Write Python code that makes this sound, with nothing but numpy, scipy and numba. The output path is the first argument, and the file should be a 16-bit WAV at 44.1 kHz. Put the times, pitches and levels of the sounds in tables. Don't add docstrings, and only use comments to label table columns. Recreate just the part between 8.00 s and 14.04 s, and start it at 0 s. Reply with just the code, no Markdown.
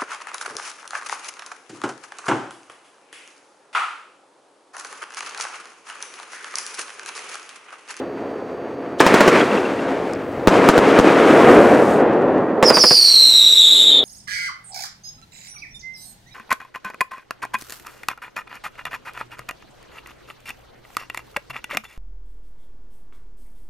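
import sys
import numpy as np
from scipy import signal
from scipy.fft import rfft, irfft
from scipy.io import wavfile
from scipy.ndimage import uniform_filter1d
from numba import njit

SR = 44100
rng = np.random.default_rng(int(sys.argv[2]) if len(sys.argv) > 2 else 0)


def natural_amplitude(level_db):
    exponent = np.asarray(level_db, float) / 20
    return 10 ** exponent


def transcribe(u):
    v = np.clip(np.atleast_2d(u).T, -1, 1)
    q = np.round(v * 32767).astype(np.int16)
    wavfile.write(sys.argv[1], SR, q)


N = 266364
T = np.arange(N) / SR

# t/s, peak level/dB, push length/ms, ground echo delay/ms, echo level/dB
LIFTS = [
    (1.0014, 1, .25, 8.0, 0),
    (1.0035, 15, 1.5, 2.3, -10),
    (1.065, 13, 1.5, 5, -15),
    (1.1414, 13, 1.5, 5.5, -12),
    (1.2073, 13, 1.5, 5, -15),
    (1.2778, 14, 1.5, 5, -10),
]
# t/s, peak level/dB, push length/ms, ground echo delay/ms, echo level/dB
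BURSTS = [
    (2.4733, 22, 2.5, 9.6, -11),
    (2.6886, 16, .8, 10.5, -8),
    (2.6894, 18, 2.2, 6.3, -13),
    (2.7791, 17, 1.6, 10.6, -7),
    (2.9892, 19, 2.2, 9.8, -8),
]
# t/s, peak level/dB, push length/ms, ground echo delay/ms, echo level/dB
LATE_LIFTS = [
    (4.627, 11.8, 0.73, 5.2, 1),
    (4.7028, 7.5, 0.96, 4.8, 7.5),
    (4.7702, 8.4, 0.96, 6.2, -1),
    (4.8383, 6.2, 1, 8, 1),
    (4.909, 3.9, 1, 5.22, 2.5),
]
# lit t/s, level/dB, pitch factor, starting sharpness (0-1)
VOLLEYS = [(4.638, -5, 1.01, 0.1), (4.73, -10.5, 1.03, .05), (4.782, 2, 1.003, 0.14), (4.85, 0, .995, .17),
           (4.93, 2, 0.94, .08), (5.04, -9, 0.86, 0.23)]
# t/s, gain level/dB
CAMERA = [(4.72, 0), (4.8, -9), (5.0, -18), (5.57, -16.5), (5.81, -10), (5.97, -2.5), (6.04, 2)]


def level(x, db):
    return x * natural_amplitude(db) / np.sqrt(np.mean(x ** 2))


def colour(x, spectrum):
    hz, db = np.transpose(spectrum)
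    f = np.fft.rfftfreq(4096, 1 / SR) + 1
    log_gain = np.interp(np.log(f), np.log(hz), db) * np.log(10) / 20
    cepstrum = irfft(log_gain)
    cepstrum[1:2048] *= 2
    cepstrum[2049:] = 0
    response = irfft(np.exp(rfft(cepstrum)))
    return level(signal.fftconvolve(x, response)[:len(x)], 0)


def walk(rate):
    hold = int(SR / rate)
    steps = np.repeat(rng.standard_normal(N // hold + 1), hold)
    slewed = uniform_filter1d(uniform_filter1d(steps, hold), hold)
    return level(slewed[:N], 0)


def pops(rate, spread_db):
    size_db = spread_db * np.minimum(rng.exponential(size=N), 4)
    return (rng.random(N) < rate / SR) * rng.choice([-1, 1], N) * natural_amplitude(size_db)


def add(out, s, x):
    i = int(s * SR)
    out[i:i + len(x)] += x[:N - i]


@njit
def follow(x, rise, fall):
    e, y = 0., np.empty(len(x))
    for i in range(len(x)):
        e += (x[i] - e) * (rise if x[i] > e else fall)
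        y[i] = e
    return y


def curve(table):
    return np.interp(T, *np.transpose(table))


def swells(table, floor_db):
    power = natural_amplitude(2 * floor_db)
    for s, rise, hold, db, fade in table:
        faded = natural_amplitude(db - fade * np.maximum(T - s - rise - hold, 0))
        power = power + (np.clip((T - s) / rise, 0, 1) * faded) ** 2
    return np.sqrt(power)


def ducked(table, knee_db, share, late_s, back_s):
    db = 0
    for s, peak_db, _, echo_ms, echo_db in table:
        age = np.maximum(T - s, 0)
        excess = max(peak_db + max(echo_db, 0) - knee_db, 0)
        dip = share * excess * np.clip(age / late_s, 0, 1) * np.exp(-(age / back_s) ** 2)
        db = np.minimum(db, -dip)
    return natural_amplitude(db)


def lamp():
    # f/Hz, level/dB
    overtones = [(2514, -76), (2638, -65), (3957, -70), (4199, -72.5), (4560, -61), (4678, -76),
                 (4920, -73), (5157, -76), (5636, -72), (5879, -81), (5997, -78), (6476, -69.5)]
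    buzz = sum(natural_amplitude(db + 0.5) * np.sin(2 * np.pi * (hz * T + rng.random())) for hz, db in overtones)
    return buzz * (T < VOLLEYS[0][0]) * natural_amplitude(-1.2 * T)


def generator():
    # f/Hz, level/dB
    engine_orders = [(274.5, -39.5), (344.5, -42), (414.5, -39), (484.5, -44.5), (549.1, -48.5),
                     (629.8, -51), (694.4, -43.5), (823.6, -64)]
    waver_db = 2.5
    orders = (natural_amplitude(db + 3 + waver_db * walk(5)) * np.sin(2 * np.pi * (hz * T + rng.random()))
              for hz, db in engine_orders)
    return natural_amplitude(curve(CAMERA)) * sum(orders)


def breeze():
    gust_s, gust_lasts_s, gust_db, steady_db = 2.41, .5, -38, -45
    noise = colour(rng.standard_normal(N), [(12, -24), (30, -24.0), (90, -0.5), (140, 2.5), (250, -44.5)])
    strength = natural_amplitude(steady_db) + natural_amplitude(gust_db) * np.exp(-((T - gust_s) / gust_lasts_s) ** 2)
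    return strength * natural_amplitude(curve(CAMERA)) ** 2.1 * natural_amplitude(-5.5 + 0.93 * walk(12)) * noise


def town_rumble(swell_db):
    # start t/s, rise t/s, hold t/s, level/dB, fade/(dB/s)
    echoes = [(1.005, 0.017, 0.14, -15.5, 14), (1.3, 0.05, 0.024, -16, 78), (1.4, 0.19, 0.046, -31, 13),
              (2.48, 0.015, 0.69, -12, 21.5), (3.05, 0.43, 0.17, -10.5, 9.5),
              (4.63, 0.022, 0.12, -21.5, 68)]
    # f/Hz, level/dB
    far_spectrum = [(35, -52), (60, -30.5), (264, -3), (490, -1.5), (875, -12), (1500, -22), (1950, -25.5),
                    (3300, -120)]
    strength = swells(echoes, -31.5) * natural_amplitude(curve(CAMERA)) * natural_amplitude(1.5 + swell_db)
    return strength * colour(pops(3500, 1.18), far_spectrum)


def near_walls(swell_db):
    # start t/s, rise t/s, hold t/s, level/dB, fade/(dB/s)
    walls = [(1.005, 0.02, 0.28, -20.5, 58), (1.3, 0.066, 0.022, -20.5, 83), (1.4, 0.13, 0.11, -31.5, 15.6),
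             (2.48, 0.022, 0.97, -21, 20.2), (4.63, 0.1, 0.013, -26, 300)]
    # f/Hz, level/dB
    near_spectrum = [(530, -30), (900, -1), (1220, 0.5), (2410, -6.5), (3700, -20.5), (5200, -33),
                     (7800, -40), (13200, -120)]
    strength = swells(walls, -46) * natural_amplitude(2.0 + swell_db + .5 * walk(29.9))
    return strength * colour(pops(4000, 1.9), near_spectrum)


def star_crackle(swell_db):
    # start t/s, rise t/s, hold t/s, level/dB, fade/(dB/s)
    sparks = [(1.005, 0.02, 0.37, -35.5, 97), (1.45, 0.063, 0.075, -44, 23), (2.48, 0.017, 0.58, -38, 29),
              (3.0, 0.17, .05, -42.5, 26)]
    # start t/s, rise t/s, hold t/s, level/dB, fade/(dB/s)
    last_stars = [(3.02, 0.41, 0.089, -37.5, 14)]
    # t/s, level/dB, length
    # t/s
    puffs = [(0.995, -41, .009), (3.746, -45, .012), (4.134, -56, .01), (4.222, -57, .008)]
    # f/Hz, level/dB
    fizz_spectrum = [(1760, -31), (3000, -0.5), (4930, -6.5), (8050, -12.5), (9330, -15.5), (14000, -30),
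                     (15200, -33.5), (16000, -31)]
    out_s, dies_s, hiss_db = 4.0, .1, -66
    burnt = np.clip((out_s - T) / dies_s + .5, .12, 1)
    stars = burnt * swells(sparks, hiss_db) * natural_amplitude(curve(CAMERA))
    for s, db, length in puffs:
        stars = stars + natural_amplitude(db) * np.exp(-((T - s) / length) ** 2)
    fizz = stars * natural_amplitude(4.0 + swell_db + walk(36)) * colour(pops(9000, 3), fizz_spectrum)
    bright = level(np.diff(colour(pops(7000, 3), fizz_spectrum), prepend=0), 0)
    return fizz + burnt * swells(last_stars, -94) * natural_amplitude(walk(40)) * bright


def roll():
    swell_db = 1.1 * walk(25)
    diffuse = town_rumble(swell_db) + near_walls(swell_db) + star_crackle(swell_db) + breeze()
    after_bursts = ducked(BURSTS, 6.5, 0.85, 0.0028, 0.041)
    after_lifts = ducked(LIFTS + LATE_LIFTS, 7.9, 0.34, .003, 0.023)
    return diffuse * after_bursts * after_lifts


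def pings():
    # t/s, peak level/dB, f/Hz, t60/s
    rings = [(0.9977, -6, 3520, 0.0056), (1.412, -14, 3280, .03), (1.515, -20, 2700, 0.04),
             (1.576, -16, 2640, 0.021), (1.652, -21.5, 2720, 0.047), (1.789, -27, 2750, 0.049),
             (2.1347, -18, 7600, 0.0013), (2.136, -20.5, 5100, 0.0036), (2.151, -28.5, 5000, .004),
             (2.19, -40, 4290, 0.0034), (2.3971, -33, 4500, .004)]
    out, t = np.zeros(N), T[:SR // 10]
    for s, db, hz, t60 in rings:
        envelope = natural_amplitude(db - 60 * t / t60) * np.clip(t / (0.049 * t60), 0, 1)
        add(out, s, envelope * np.sin(2 * np.pi * hz * t))
    return out


def shocks(table, rise_ms, mic_hz, thump_db, debris_db, debris_t60):
    # f/Hz, level/dB
    debris_spectrum = [(88, -36), (150, 0), (309, -1), (1260, -2.5), (3550, -18.5), (4490, -19.5),
                       (7180, -22.5), (16000, -46)]
    out, tails, t = np.zeros(N), np.zeros(N), T[:SR // 4]
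    for s, db, push_ms, echo_ms, echo_db in table:
        age = t / (push_ms / 1000)
        blast = -natural_amplitude(db) * (1 - age) * np.exp(-age) * (1 - np.exp(-1000 * t / rise_ms))
        ground = uniform_filter1d(blast, size=15, origin=7, mode="constant")
        add(out, s, blast)
        add(out, s + echo_ms / 1000, natural_amplitude(echo_db) * ground)
        add(tails, s + 0.0013, natural_amplitude(db + debris_db) * natural_amplitude(-60 * t / debris_t60))
    ring = signal.sosfilt(signal.butter(3, mic_hz, "high", fs=SR, output="sos"), out)
    return ring + natural_amplitude(thump_db) * out + tails * colour(pops(6000, 2.5), debris_spectrum)


def tube_ring(table, db):
    tube_hz, t60_s = 515.5, 0.13
    out, t = np.zeros(N), T[:SR // 5]
    for (s, peak_db, *_), detune in zip(table, rng.standard_normal(len(table))):
        hz = tube_hz * (1 + .05 * detune)
        add(out, s + 0.0035, natural_amplitude(peak_db + db - 60 * t / t60_s) * np.sin(2 * np.pi * hz * t))
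    return out


def whistles(count=6, spread=.019, chirp_s=.045, flutter_db=3.0, gas_db=-24, jet_db=-8, fourth_db=-12,
             stagger_s=.022, sputter=0.049, scatter=0.0502):
    tube_low_hz, tube_drop_hz, tube_sink_s = 3646, 1408, .42
    spent_s, dull_db_per_s = 5.833, 77
    out_s, out_db = 6.005, -12.5
    limit = .62
    dulled = dull_db_per_s * np.maximum(T - spent_s, 0)
    second_db, third_db = -17 - dulled, -26 - dulled
    db = -8.5 + out_db * np.clip((T - out_s) / 0.023 + .5, 0, 1)
    out, power = 0, 1e-9
    spent = 1 + 1.5 * np.clip((T - 5.55) / 0.2011, 0, 1)
    for s, volley_db, factor, chirp in VOLLEYS:
        for k in range(count):
            age = np.maximum(T - s - stagger_s * k / count, 0)
            fresh = np.exp(-age / chirp_s)
            waver = .009 * walk(300) + .009 * spent * walk(22)
            start = fresh * (chirp * rng.uniform(.5, 1.3) + sputter * walk(350))
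            detune = spread * (1 + scatter * (spent - 1)) * rng.uniform(-1.7, 1.7)
            column_hz = tube_low_hz + tube_drop_hz * np.exp(-age / tube_sink_s)
            hz = column_hz * (factor + start + detune + waver)
            phase = 2 * np.pi * np.cumsum(hz) / SR
            size = natural_amplitude(volley_db) * np.clip(age / 0.0081, 0, 1)
            partials = natural_amplitude(second_db) * np.sin(2 * phase) + natural_amplitude(third_db) * np.sin(3 * phase)
            wave = np.sin(phase) + (1 - fresh) * partials
            wave += natural_amplitude(third_db + fourth_db) * np.clip(age / .5, 0, 1) * np.sin(4 * phase)
            out = out + size * natural_amplitude(flutter_db * walk(60)) * wave
            power = power + size ** 2
    gas = colour(rng.standard_normal(N), [(1500, -20.0), (2500, -7.0), (3500, -8.0), (4500, -8), (6500, -57)])
    jet = colour(rng.standard_normal(N), [(3500, -15), (5000, 3.5), (7000, 0.0), (10000, -10.0), (16000, -18)])
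    hiss = natural_amplitude(gas_db) * gas + natural_amplitude(second_db + jet_db - 7.9 * (T - 5.5)) * jet
    whole = natural_amplitude(db - 1.5) * (T > VOLLEYS[0][0]) * (out / np.sqrt(power / 2) + hiss)
    whole *= np.minimum(limit / (follow(np.abs(whole), .05, .004) + 1e-9), 1)
    return whole * ducked(LATE_LIFTS, 5.7, 1.96, 0.0045, 0.041)


def stray():
    start_s, end_s, tone_hz = 4.9, 5.6, 5660
    wobble_s, wobble_hz, wobble_depth = 5.49, 11.3, 0.03377
    burning = uniform_filter1d(1. * ((T > start_s) & (T < end_s)), size=400)
    waver = .007 * walk(200) + 0.0022 * walk(9.3)
    wobble = wobble_depth * np.sin(2 * np.pi * wobble_hz * np.maximum(T - wobble_s, 0))
    phase = 2 * np.pi * np.cumsum(tone_hz * (1 + waver + wobble)) / SR
    db = -26 - 9.5 * (T - start_s)
    return burning * natural_amplitude(db + 2.5 + 4.6 * walk(100) + 0.55 * walk(45)) * np.sin(phase)


def scene():
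    # t/s, peak level/dB, push length/ms, ground echo delay/ms, echo level/dB
    far_pop = [(4.381, 8.2, 0.8, 9, -9)]
    # t/s, left minus right level/dB
    pan = [(0, 0), (1.3, 0.1), (1.6, 1), (2.6, 1.1), (4.4, 0.5), (4.7, -3), (6.04, 1)]
    direct = shocks(LIFTS, 0.027, 330, -44, -20, 0.087)
    direct += shocks(BURSTS, 0.01, 299, -17, -32, 0.12)
    direct += shocks(far_pop, 1.9, 305, -34, -56, 0.11)
    direct += shocks(LATE_LIFTS, 0.068, 440, -60, -19, 0.1)
    direct += pings() + tube_ring(LIFTS, -25) + tube_ring(LATE_LIFTS, -20)
    direct += whistles() + stray()
    late = np.roll(direct, shift=130) - np.roll(direct, shift=411)
    mid = direct + roll() + lamp() + generator()
    side = natural_amplitude(-23.0) * roll() + natural_amplitude(-25.5) * late
    pan_db = curve(pan)
    return np.array([natural_amplitude(pan_db / 2) * mid + side, natural_amplitude(-pan_db / 2) * mid - side])


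def top_cut(x):
    return signal.sosfilt(signal.butter(12, 16410, fs=SR, output="sos"), x)


def record(dry):
    over = follow(np.abs(dry).max(axis=0), 1 / (.009 * SR), 1 / (.035 * SR))
    gain = np.minimum(.65 / (over + 1e-9), 1) ** .8
    top = signal.ellip(8, .1, 60, 16350, fs=SR, output="sos")
    mix = signal.sosfiltfilt(top, np.clip(dry * gain, -.98, .98))
    return top_cut(mix)


dry = scene()
out = record(dry)
transcribe(out)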